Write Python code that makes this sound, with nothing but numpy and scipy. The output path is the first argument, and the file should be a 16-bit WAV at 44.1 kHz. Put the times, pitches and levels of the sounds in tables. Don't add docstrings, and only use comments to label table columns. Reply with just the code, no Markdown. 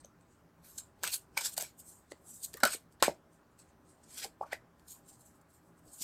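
import sys
import numpy as np
from scipy import signal
from scipy.fft import rfft, irfft, next_fast_len
from scipy.io import wavfile
from scipy.ndimage import uniform_filter1d

SR = 44100
rng = np.random.default_rng(int(sys.argv[2]) if len(sys.argv) > 2 else 0)


def boost(x):
    u = np.asarray(x, float) / 20
    return 10 ** u


def persist_wave(psi):
    counts = np.round(np.clip(psi, -1, 1) * 32767).astype(np.int16)
    wavfile.write(sys.argv[1], SR, np.atleast_2d(counts).T)


N = 266302

# (frequency [Hz], relative level [dB per Hz])
AIR_SPECTRUM = [(15, -16.5), (40, -11.5), (70, -12), (200, -9), (400, -10), (1300, -14), (1720, -18),
                (2100, -24), (3500, -31), (5500, -32), (8000, -34.5), (10000, -37), (13500, -35),
                (16500, -39)]
# (frequency [Hz], width [Hz], lift [dB])
STANDING_WAVES = [(76, 57, 12.5), (124, 34, 10), (167.6, 27, 14), (234, 53, 7.5), (302.5, 59, 8),
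                  (385, 31, 7.5), (522.3, 30, -1.5), (570, 31, 5), (650, 19, 6), (804, 4.6, 10.5),
                  (834, 50, 4), (1010, 19, 4.5), (1067, 18, 5.5), (1580, 9.8, 4)]
# (frequency [Hz], time to fall 60 dB [s])
WALL_DECAY = [(250, .12), (1000, .13), (4000, .16), (12000, .14)]
# (peak time [s], hiss level [dB], time to fall 20 dB [ms])
FINGER_SHIFTS = [(.007, -63.5, 17), (.212, -79, 47), (.325, -74.5, 118), (2.927, -71.5, 31.5),
                 (3.339, -70.5, 60), (3.52, -81, 48), (3.69, -72, 45), (3.897, -65.5, 84), (4.797, -81, 70),
                 (5.135, -64, 78), (5.21, -65, 67), (5.355, -72.5, 59.5), (5.416, -72.5, 11.5),
                 (5.507, -71, 40), (5.547, -69, 79), (5.66, -79, 119), (5.78, -75, 51.5),
                 (5.882, -64, 85.5)]
# (peak time [s], hiss level [dB], time to rise 20 dB [ms],
# time to fall 20 dB [ms], flexing of the card against the hiss [dB])
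CARD_SLIDES = [(0.047, -65.5, 11, 10, -7), (.65, -65.5, 26, 100, -9), (.70, -63, 56, 109, -20),
               (.765, -60, 38, 32, -24), (0.784, -38, 8.5, 21, -26), (.805, -61, 15, 32, -7),
               (1.037, -40.5, 6.5, 95, -3.5), (1.079, -47.5, 31, 12, 2.5), (1.139, -34.5, 31, 39, -20),
               (1.375, -43.5, 9, 40, 6.5), (1.411, -43, 13, 23, -3.5), (1.457, -34, 32, 45, -13),
               (1.543, -46.5, 47, 4, -25), (1.567, -47, 2, 40, -11), (1.579, -37, 7, 15, -6),
               (1.599, -42, 2, 75, -6), (1.8, -52, 20.5, 27, -35), (1.887, -54.5, 62, 120, -45),
               (2.122, -54, 23, 4, -21), (2.299, -54.5, 61, 86, -40), (2.34, -54, 25, 127, -53),
               (2.448, -35, 23.5, 13, -39), (2.543, -53.5, 14, 5, -4), (2.572, -56, 9, 22, -6),
               (2.605, -57.5, -3.5, 41, 5.5), (2.635, -30, 0, 12, 4.5), (2.652, -39, 0, 46, 5),
               (2.738, -41.5, 68, 38, -8), (3.002, -67.5, 5, 63, 8.5), (3.027, -32.5, 1, 56.5, 3),
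               (3.593, -63.5, 16.5, 88.5, -19), (4.04, -60.5, 8.5, 15.5, -28), (4.118, -59, 75, 38, -16),
               (4.16, -53.5, 82, 60, -15.5), (4.189, -46, 42, 72, -10), (4.239, -43.5, 46, 33, -6),
               (4.43, -70, 37, 26, -4.5), (4.468, -75, 17, 55, 10.5), (4.527, -56, 18.5, 38.5, 12.5),
               (4.883, -56.5, 10, 89, -24), (4.916, -51.5, 39.5, 69, -28.5), (5.095, -56.5, 46, 31.5, -33),
               (5.261, -63.5, 16.5, 81, -33), (5.937, -55, 33.5, 114.5, -42.5),
               (5.995, -55.5, 34.5, 15.5, -30), (6.024, -36, 26.5, 14, -24)]
# (time [s], level [dB])
SHEEN_LEVEL = [(0, -27), (.3, -17), (.67, 3.5), (.79, -11), (1.05, -3), (1.6, -5), (1.8, -4), (1.88, -6.5),
               (2.12, -17), (2.3, -3.5), (2.45, -7), (2.6, -21), (2.74, -4.5), (3.03, -8), (3.6, -17),
               (4.1, -15.5), (4.2, -7), (4.9, -3.5), (5.1, -8), (5.26, -4.5), (5.5, -3), (6.0, -7.5)]
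# (frequency [Hz], relative level [dB per Hz])
RUB_SPECTRUM = [(1710, -35), (2900, -13), (4030, -6.5), (4580, -5.5), (5140, -5), (5720, -9.5), (6600, -5),
                (8290, 3.5), (8840, -1.5), (9560, -9.5), (13700, -4.5), (15500, -20), (16000, -33)]
# (frequency [Hz], relative level [dB per Hz])
FLEX_SPECTRUM = [(280, -24), (480, -6.5), (964, -3.5), (1230, -8.5), (1520, 5), (1970, -4), (2440, 1.5),
                 (2670, -8), (2870, -5.5), (3000, -8), (3900, -28), (6600, -120)]
# (time [s], level [dB], brightness [dB per octave])
EDGE_SNAPS = [(0.0492, -55, -5), (0.057, -56, -1), (0.2106, -61.5, -7), (1.0303, -38, -7.5),
              (1.035, -24.5, -3), (1.0407, -26, -0.5), (1.0764, -24.5, -3), (1.3751, -26.5, -4),
              (1.377, -23, -2), (1.412, -40, 3.7), (1.579, -24.5, 3), (1.5875, -29.5, 4.5),
              (1.6109, -27.5, 2.9), (1.6246, -27, 6), (2.1205, -35.5, -11), (2.3617, -50.5, 5),
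              (2.461, -38, 2.5), (2.5338, -44.5, -2.3), (2.541, -33.5, -2.4), (2.551, -51, 0.5),
              (2.572, -39, 15), (2.6032, -41, 3.4), (2.6347, -16.5, -3), (2.6372, -22, -2.7),
              (2.6525, -17.5, 0), (2.6552, -25, -3.5), (2.6753, -27, 2), (2.925, -59, -2),
              (3.0258, -12, -5), (3.0303, -23.5, -0.7), (3.038, -26.5, 0), (3.0467, -27.5, -1.3),
              (3.0819, -35, 0.5), (3.5914, -52, 2.5), (4.2459, -32, -5), (4.5324, -36, -4.5),
              (4.7966, -58, -4.5), (5.4141, -63.5, 2), (5.7938, -60.5, 9), (6.0294, -35.5, -2.5)]
# (peak time [s], level [dB], pitch [Hz], time to fall 60 dB [s])
AIR_POPS = [(.0476, -40, 6300, .0035), (.0481, -44.5, 570, .011), (1.0354, -28.5, 900, .0035),
            (1.0407, -23.5, 1540, .008), (1.072, -39.5, 1500, .0065), (1.3728, -29, 900, .0088),
            (1.3769, -19, 2290, .0087), (1.39, -40, 1500, .016), (1.4112, -42, 1000, .022),
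            (1.5807, -29, 680, .011), (1.5995, -41.5, 650, .016), (1.6247, -40.5, 650, .046),
            (2.119, -42.5, 2000, .011), (2.1209, -40, 550, .013), (2.542, -50.5, 1800, .047),
            (2.549, -42.5, 445, .044), (2.572, -48.5, 1830, .05), (2.575, -53, 1196, .18),
            (2.613, -44, 1600, .013), (2.6343, -19.5, 650, .016), (2.6351, -15, 1450, .017),
            (2.636, -28, 250, .054), (2.6454, -23.5, 1450, .015), (2.6555, -22.5, 1400, .0099),
            (2.6555, -24, 620, .034), (2.665, -29, 1480, .07), (2.7, -45, 1480, .058),
            (2.734, -41.5, 1516, .033), (2.7497, -38.5, 480, .021), (3.0259, -10.5, 673.5, .0038),
            (3.0278, -9, 1116, .0023), (3.0316, -13.5, 985, .0049), (3.036, -26.5, 1500, .0098),
            (3.082, -10.5, 560, .0051), (3.094, -31.5, 592, .03), (4.2472, -38.5, 776, .045),
            (4.255, -46.5, 450, .086), (4.411, -36, 510, .026), (4.4129, -23.5, 810, .014),
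            (4.427, -38.5, 830, .07), (4.432, -37.5, 1100, .039), (4.462, -49, 600, .04),
            (4.5304, -25.5, 630, .0094), (4.5315, -24.5, 1892, .0093), (6.01, -48, 170, .043)]
# (frequency [Hz], relative level [dB], time to fall 60 dB [s])
DECK_MODES = [(173, -12.5, 0.19), (250, -9, 0.035), (354, -4.5, 0.13), (435, -2.5, 0.037)]


def evened(x):
    return x / np.sqrt(np.mean(x ** 2) + 1e-20)


def read(points, hz):
    f, value = np.transpose(points)
    return np.interp(np.log(hz + 1), np.log(f + 1), value)


def add(mix, s, sound):
    part = mix[max(round(s * SR), 0):][:len(sound)]
    part += sound[:len(part)]


def colour(x, gain):
    size = next_fast_len(len(x))
    hz = np.fft.rfftfreq(size, 1 / SR)
    return irfft(rfft(x, size) * gain(hz), size)[:len(x)]


def patchy(x, patchy_db, frames, bins):
    z = signal.stft(x, nperseg=256, noverlap=192)[2]
    field = rng.standard_normal(z.shape[::-1]).T
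    field = uniform_filter1d(field, bins, 0)
    field = evened(uniform_filter1d(field, frames, 1))
    return signal.istft(z * boost(patchy_db * field), nperseg=256, noverlap=192)[1][:N]


def air():
    level_db = -64.5
    still = patchy(rng.standard_normal(N), patchy_db=1.65, frames=40, bins=3)

    def gain(hz):
        lift_db = sum(db * np.exp(-(2 * (hz - f) / width) ** 2) for f, width, db in STANDING_WAVES)
        return boost(read(AIR_SPECTRUM, hz) + lift_db)

    return boost(level_db) * evened(colour(still, gain))


def room(x):
    taps = np.zeros(SR // 2)
    at = np.arange(150, SR // 2 - 20, 20)
    taps[at + rng.integers(0, 20, len(at))] = rng.choice([-1., 1.], len(at))
    hz, t, z = signal.stft(taps, SR, nperseg=128)
    fade = boost(-60 * t / read(WALL_DECAY, hz)[:, None])
    tail = signal.istft(z * fade, SR, nperseg=128)[1]
    return signal.fftconvolve(x, tail / np.linalg.norm(tail))[:N]


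def pops():
    rise_10ms_s, rise_power = .0011, .55
    deck_db = -24.5
    thud_hz, thud_db, thud_t60_s = 70, -42.5, .15
    out, blows = np.zeros(N), np.zeros(N)
    waver = signal.fftconvolve(rng.standard_normal(N + SR), signal.windows.blackman(200), "same")
    waver = evened(waver)
    for s, db, hz, t60 in AIR_POPS:
        rise = rise_10ms_s * (t60 / .01) ** rise_power
        t = np.arange(-4 * rise, 1.4 * t60, 1 / SR)
        shape = boost(-60 * np.maximum(t, 0) / t60) * np.exp(-(np.minimum(t, 0) / rise) ** 2)
        for _ in range(2):
            shape = uniform_filter1d(shape, size=round(rise * SR))
        drift = 0.99 * waver[round(s * SR):][:len(t)] * np.minimum(abs(t) / 0.005, 1)
        add(out, s + t[0], boost(db) * shape * np.cos(2 * np.pi * hz * t + drift))
        push = signal.windows.hann(40) / 20 * 500 / hz
        add(blows, s, boost(db) * push)
    t = np.arange(SR // 8) / SR
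    body = sum(boost(db - 60 * t / t60) * np.sin(2 * np.pi * hz * t) for hz, db, t60 in DECK_MODES)
    out += boost(deck_db) * signal.oaconvolve(blows, body)[:N]
    out = signal.sosfilt(signal.butter(3, 170, "high", fs=SR, output="sos"), out)
    thud = boost(thud_db - 60 * t / thud_t60_s) * np.sin(2 * np.pi * thud_hz * t)
    thud = thud * signal.windows.tukey(len(t), .3)
    return out + signal.oaconvolve(blows, thud)[:N]


def snaps():
    fade_s = 0.00092
    out, t = np.zeros(N), np.arange(-256, 768) / SR
    shape = np.exp(np.where(t < 0, 12.0 * t, -t) / fade_s)
    for s, db, tilt_db in EDGE_SNAPS:
        burst = rng.standard_normal(len(t))
        drive = shape * (burst + 5.6 * (t == 0))

        def gain(hz):
            bright_db = tilt_db * np.log2((hz + 1) / 7000)
            return boost(0.71 * read(RUB_SPECTRUM, hz) + bright_db) * (hz > 300)

        edge = evened(colour(drive, gain))
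        add(out, s + t[0], boost(db) * edge * np.sqrt(np.mean(shape ** 2)))
    return out


def grit(slips_per_s, spread_db, smooth):
    size = boost(spread_db * np.minimum(rng.exponential(1, N), 4))
    slips = rng.random(N) < slips_per_s / SR
    clicks = size * rng.choice([-1., 1.], N) * slips
    return evened(clicks) + smooth * rng.standard_normal(N)


def stroke_levels():
    shift_rise_share, shift_flex_db = .6, -31
    scrape_db, scrape_per_flex = 0.57, 0.38
    slow_scrape_db, quick_ms = -0.5, 27
    settle_db, settle_ms, lead_in = -21.5, 100, 3.2
    ms = np.arange(0, N + 16, 16) / SR * 1000
    power = np.zeros((4, len(ms)))
    shifts = [(s, db, shift_rise_share * fall, fall, shift_flex_db) for s, db, fall in FINGER_SHIFTS]
    for s, db, rise, fall, flex_db in CARD_SLIDES + shifts:
        late = ms - 1000 * s
        rise, fall = max(rise, 2), max(fall, 2)
        away = np.where(late < 0, -late / rise, late / fall)
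        stroke = boost(-20 * away ** 1.177) ** 2
        away = np.where(late < 0, -late / (lead_in * rise), late / settle_ms)
        settle = boost(settle_db - 20 * away ** 1.5) ** 2
        slow_db = slow_scrape_db * np.log2(fall / quick_ms) * np.clip(-flex_db / 20, 0, 2)
        stroke_scrape_db = scrape_db + scrape_per_flex * flex_db + slow_db
        sheen_db = np.interp(s, *np.transpose(SHEEN_LEVEL))
        layers_db = np.array([0, flex_db, stroke_scrape_db, sheen_db])[:, None]
        power += boost(db + layers_db) ** 2 * (stroke + settle)
    return [np.interp(np.arange(N) / 16, np.arange(len(ms)), np.sqrt(p)) for p in power]


def slides():
    hiss, flex, scrape, sheen = stroke_levels()
    rub = patchy(grit(slips_per_s=6500, spread_db=3.7, smooth=1.1), patchy_db=3.5, frames=45, bins=2)
    rub = patchy(rub, patchy_db=1.6, frames=6, bins=50)

    def above(hz, edge):
        return 1 / np.sqrt(1 + (edge / (hz + 1)) ** 30)

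    def below(hz, edge):
        return np.sqrt(1 - above(hz, edge) ** 2)

    face = colour(rub, lambda hz: boost(read(RUB_SPECTRUM, hz)))
    out = scrape * evened(colour(face, lambda hz: below(hz, 6000)))
    out += hiss * evened(colour(face, lambda hz: above(hz, 6000) * below(hz, 10200)))
    out += sheen * evened(colour(face, lambda hz: above(hz, 10200)))
    return out + flex * evened(colour(rub, lambda hz: boost(read(FLEX_SPECTRUM, hz))))


def scene():
    floor = air()
    hits = pops() + snaps()
    rubs = slides()
    echoes = room(boost(-20.0) * rubs + boost(-9.5) * hits)
    return (rubs + hits + echoes + floor)[None]


def top_cut(x):
    return signal.sosfilt(signal.butter(12, 16880, fs=SR, output="sos"), x)


def record(dry):
    return top_cut(dry)


dry = scene()
out = record(dry)
persist_wave(out)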